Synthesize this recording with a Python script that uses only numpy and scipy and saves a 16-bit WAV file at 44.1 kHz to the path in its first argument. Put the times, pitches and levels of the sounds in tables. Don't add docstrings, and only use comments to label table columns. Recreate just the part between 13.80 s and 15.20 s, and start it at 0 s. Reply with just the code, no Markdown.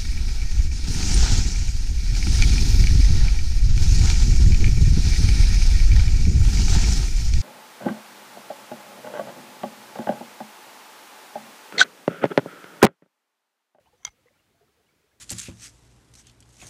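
import sys
import numpy as np
from scipy import signal
from scipy.io import wavfile
from scipy.ndimage import uniform_filter1d

SR = 44100
rng = np.random.default_rng(int(sys.argv[2]) if len(sys.argv) > 2 else 0)


def how_loud(loudness_db):
    steps = np.asarray(loudness_db, float) / 20
    return 10 ** steps


def put_to_file(sound):
    columns = np.atleast_2d(sound).T
    safe = np.clip(columns, -1, 1)
    whole_steps = np.round(safe * 32767)
    wavfile.write(sys.argv[1], SR, whole_steps.astype(np.int16))


N = 61739
BLOW_S = 0.2496

# pitch_hz, level_db (per Hz)
AIR_SPECTRUM = [(12, -39), (20, -18.5), (76, 4), (430, -4), (601, -6.5), (653, -6.5), (965, -8),
                (2050, -8.5), (15700, -21.5)]
# start_s, level_db, pitch_hz, t60_s
LARGE_BUBBLES = [(0.009, -70.5, 509, 0.07), (0.133, -61.5, 492.5, 0.086), (0.204, -67.5, 720, 0.057),
                 (0.327, -72.5, 474, 0.12), (0.385, -66, 522, 0.066), (0.458, -58.5, 486, 0.073),
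                 (0.508, -64, 562, 0.053), (0.706, -73.5, 377.6, 0.13), (0.743, -71, 679, 0.12),
                 (0.81, -61.5, 425.8, 0.11), (0.825, -61.5, 432, 0.064), (0.851, -75, 418, 0.034),
                 (0.891, -66, 413, 0.06), (0.966, -72.5, 477, 0.21), (0.998, -68.5, 444, 0.071),
                 (1.139, -67.5, 393, 0.029), (1.24, -66.5, 424, 0.082), (1.36, -70.5, 425, 0.046)]
# start_s, level_db, pitch_hz, t60_s
SMALL_BUBBLES = [(.058, -69, 2980, 0.069), (.058, -66, 2520, 0.015), (.0575, -62.5, 980, 0.018),
                 (.825, -66, 705, 0.062), (.478, -66, 1172, 0.014), (.995, -76, 712, .12),
                 (.908, -77, 697, 0.06), (.960, -75, 900, 0.036), (.060, -65, 730, 0.058),
                 (.070, -58.5, 885, 0.041), (.083, -68.5, 1060, 0.047), (.124, -66, 837, 0.098),
                 (.222, -69, 1056, .08), (.468, -64.5, 1970, 0.034), (.484, -56, 2040, 0.013),
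                 (.497, -77, 1840, .03), (.539, -69, 2300, 0.022), (.552, -73, 1400, 0.1),
                 (.553, -75, 847, 0.058), (.587, -71.5, 2810, 0.067), (.598, -70, 2150, 0.019),
                 (.806, -63, 685, 0.051), (.878, -72, 1314, 0.034), (1.063, -72, 2920, 0.048),
                 (1.087, -67.5, 2250, 0.047), (1.198, -76, 2050, .03), (1.231, -69, 2420, 0.0098),
                 (1.312, -69, 1665, 0.053), (1.328, -74, 2120, .05)]
# start_s, level_db, pitch_hz, length_s
LAP_THUDS = [
    (.261, -54, 128, 0.022),
    (0.269, -51, 54.6, 0.03),
]
# pitch_hz, level_db, t60_s, build_up_s
SHAFT_MODES = [(554, -37.5, .015, 0.0012), (768, -49, 0.0051, 0.0045), (1022, -34, 0.027, 0.00054),
               (1400, -29, 0.012, 0.00034), (1697, -46.5, 0.047, 0.00012), (2136, -28.5, .04, 0.0011),
               (3233, -26, .03, 0.0013), (3626, -20, 0.0082, 0.000365), (4670, -28.5, 0.022, 0.00082),
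               (5420, -30, 0.015, 0.00048)]
# pitch_hz, level_db, t60_s, build_up_s
LOOSE_SHAFT_MODES = [(590, -13.5, 0.024, 0.00081), (828, -7, 0.029, .0005), (1055, -6, 0.024, 0.00083),
                     (1324, -2.5, 0.026, 0.0007), (1595, -4, 0.0204, 0.00041), (2150, -3, 0.036, 0.00017),
                     (3230, -1.5, 0.027, .0005), (3790, -13, 0.022, .0003), (4820, -14, 0.018, .0003)]
# pitch_hz, level_db, t60_s, build_up_s
TIP_MODES = [(6058, 5, 0.0093, 0.0029), (7040, -60, 0.018, 0.000079), (8200, -51.5, 0.033, 0.003),
             (9490, -42, 0.0083, .0001), (11060, -31.5, 0.0092, 0.002), (13250, -48, 0.01, 0.00082)]
# pitch_hz, level_db, t60_s, build_up_s
EDGE_MODE = [(6750, -21, .011, .00004)]
# start_s, shaft_level_db, tip_level_db, crack_level_db
BOUNCES = [
    (0.2618, -55, -47.5, -65),
    (.2657, -39.5, -26.5, -56),
    (.2690, -43, -39, -50.5),
    (.2750, -38, -34, -50),
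    (0.2798, -48.5, -39, -58),
    (.2845, -60, -47, -53.5),
    (.2900, -63, -48, -59),
]
# start_s, level_db, pitch_hz, t60_s
TIP_GRAZES = [
    (.3030, -54, 6050, .045),
    (.3030, -60, 2150, .045),
    (.3200, -64, 6050, .025),
]


def evened(x):
    return x / np.sqrt(np.mean(x ** 2) + 1e-20)


def add(mix, start_s, sound):
    part = mix[round(start_s * SR):][:len(sound)]
    part += sound[:len(part)]


def air():
    level_db, patch_db = -69.5, 0.9
    gust_db, gust_hz = 2, 249.4
    frames, hz = N // 256 + 5, np.fft.rfftfreq(1024, 1 / SR)
    real, imaginary, patches = rng.standard_normal((frames, 513, 3)).T
    patches = uniform_filter1d(patches, 10, 0)
    patches = evened(uniform_filter1d(patches, 8, 1))
    gust = evened(uniform_filter1d(rng.standard_normal(frames), 5))
    pitch_hz, pitch_db = np.transpose(AIR_SPECTRUM)
    steady = np.interp(np.log(hz + 1), np.log(pitch_hz + 1), pitch_db)[:, None]
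    gusting = gust_db * gust / (1 + (hz[:, None] / gust_hz) ** 2)
    spectra = (real + 1j * imaginary) * how_loud(steady + patch_db * patches + gusting)
    hiss = signal.istft(spectra, nperseg=1024, noverlap=768)[1][:N]
    return how_loud(level_db) * evened(hiss)


def bubble(level_db, pitch_hz, t60_s, climb):
    u = np.arange(0, t60_s, 1 / SR) / t60_s
    rise = 1 - np.exp(-(u / 0.069) ** 2)
    phase = 2 * np.pi * np.cumsum(pitch_hz * (1 + climb * (u - 0.15))) / SR
    return how_loud(level_db - 60 * u) * rise * 3 * np.sin(phase)


def pond():
    large_climb, small_climb = 0.096, 0.17
    large_lead_s = 0.00303
    trickle_per_s, trickle_db, spread_db, pitches = 150, -87, 3.5, 30
    out = np.zeros(N)
    for start_s, level_db, pitch_hz, t60_s in LARGE_BUBBLES:
        add(out, start_s - large_lead_s, bubble(level_db, pitch_hz, t60_s, large_climb))
    for start_s, level_db, pitch_hz, t60_s in SMALL_BUBBLES:
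        add(out, start_s, bubble(level_db, pitch_hz, t60_s, small_climb))
    for pitch_hz in np.geomspace(296.4, 3498, pitches):
        strength = how_loud(spread_db * np.minimum(rng.exponential(1, N), 2))
        starts = rng.random(N) < trickle_per_s / pitches / SR
        drop = bubble(trickle_db, pitch_hz, 40 / pitch_hz + 0.032, small_climb)
        out += signal.oaconvolve(strength * starts, drop)[:N]
    return out


def spray():
    level_db, t60_s = -53.5, 0.11
    out, t = np.zeros(N), np.arange(5000) / SR
    high = signal.butter(2, 900, "highpass", fs=SR, output="sos")
    hiss = signal.sosfilt(high, rng.standard_normal(len(t)))
    add(out, BLOW_S, how_loud(level_db - 60 * t / t60_s) * hiss)
    return out


def narrow_hiss():
    level_db, centre_s, span_s = -76, 0.25, 0.078
    pitch_hz, half_width_hz = 6050, 343
    edges_hz = [pitch_hz - half_width_hz, pitch_hz + half_width_hz]
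    band = signal.butter(2, edges_hz, "bandpass", fs=SR, output="sos")
    swell = np.exp(-((np.arange(N) / SR - centre_s) / span_s) ** 2)
    return how_loud(level_db) * swell * evened(signal.sosfilt(band, rng.standard_normal(N)))


def thuds():
    out = np.zeros(N)
    for start_s, level_db, pitch_hz, length_s in LAP_THUDS:
        t = np.arange(0, length_s, 1 / SR)
        swell = np.sin(np.pi * t / length_s) ** 2
        add(out, start_s, how_loud(level_db) * swell * np.sin(2 * np.pi * pitch_hz * t))
    return out


def ring(modes, t, luck):
    scatter_db = 2.5
    out = np.zeros(len(t))
    for (pitch_hz, level_db, t60_s, build_up_s), chance in zip(modes, luck):
        decay = how_loud(level_db + scatter_db * chance - 60 * t / t60_s)
        rise = (1 - np.exp(-t / build_up_s)) ** 2
        out += decay * rise * np.sin(2 * np.pi * pitch_hz * t)
    return out


def crack(level_db, t60_s, t):
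    band = signal.butter(2, [590, 6740], "bandpass", fs=SR, output="sos")
    burst = evened(signal.sosfilt(band, rng.standard_normal(len(t))))
    return burst * how_loud(level_db - 60 * t / t60_s)


def knock(t, even):
    out = np.zeros(N)
    wood = ring(SHAFT_MODES, t, even) + ring(TIP_MODES + EDGE_MODE, t, even)
    add(out, BLOW_S, wood + crack(-34.5, 0.007, t))
    add(out, 0.2506, ring([(13800, -40, 0.0033, 0.0002)], t, even))
    return out


def chatter(t, even):
    out = np.zeros(N)
    for start_s, shaft_db, tip_db, crack_db in BOUNCES:
        shaft_luck, tip_luck = rng.standard_normal((2, 16))
        shaft = how_loud(shaft_db) * ring(LOOSE_SHAFT_MODES, t, shaft_luck)
        tip = how_loud(tip_db) * ring(TIP_MODES + EDGE_MODE, t, tip_luck)
        add(out, start_s, shaft + tip + crack(crack_db, 0.028, t))
    for start_s, level_db, pitch_hz, t60_s in TIP_GRAZES:
        add(out, start_s, ring([(pitch_hz, level_db, t60_s, 0.002)], t, even))
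    return out


def rattle(t, even):
    from_s, to_s, fade_s = 0.23, 0.286, 0.005
    level_db, tip_db, ticks_per_s = -68, 17, 1500
    time = np.arange(N) / SR
    gate = (time > from_s) * np.exp(-np.maximum(time - to_s, 0) / fade_s)
    ticks = rng.standard_normal(N) * (rng.random(N) < ticks_per_s / SR) * gate
    body = ring(LOOSE_SHAFT_MODES, t, even) + how_loud(tip_db) * ring(TIP_MODES + EDGE_MODE, t, even)
    return how_loud(level_db) * signal.oaconvolve(ticks, body)[:N]


def spindle():
    t, even = np.arange(4000) / SR, np.zeros(16)
    dull = signal.butter(2, 7500, fs=SR, output="sos")
    thin = signal.butter(4, 400, "highpass", fs=SR, output="sos")
    bounces = signal.sosfilt(dull, chatter(t, even) + rattle(t, even))
    return signal.sosfilt(thin, knock(t, even) + bounces)


def scene():
    return (air() + pond() + spray() + narrow_hiss() + thuds() + spindle())[None]


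def low_pass(x):
    return signal.sosfilt(signal.butter(12, 15850, fs=SR, output="sos"), x)


def record(dry):
    bass_cut = signal.butter(4, 35.5, "highpass", fs=SR, output="sos")
    treble_limit = signal.firwin(255, 15850, window=("kaiser", 8), fs=SR)
    heard = signal.sosfilt(bass_cut, dry)
    heard = signal.oaconvolve(heard, treble_limit[None], "same")
    return low_pass(heard)


dry = scene()
out = record(dry)
put_to_file(out)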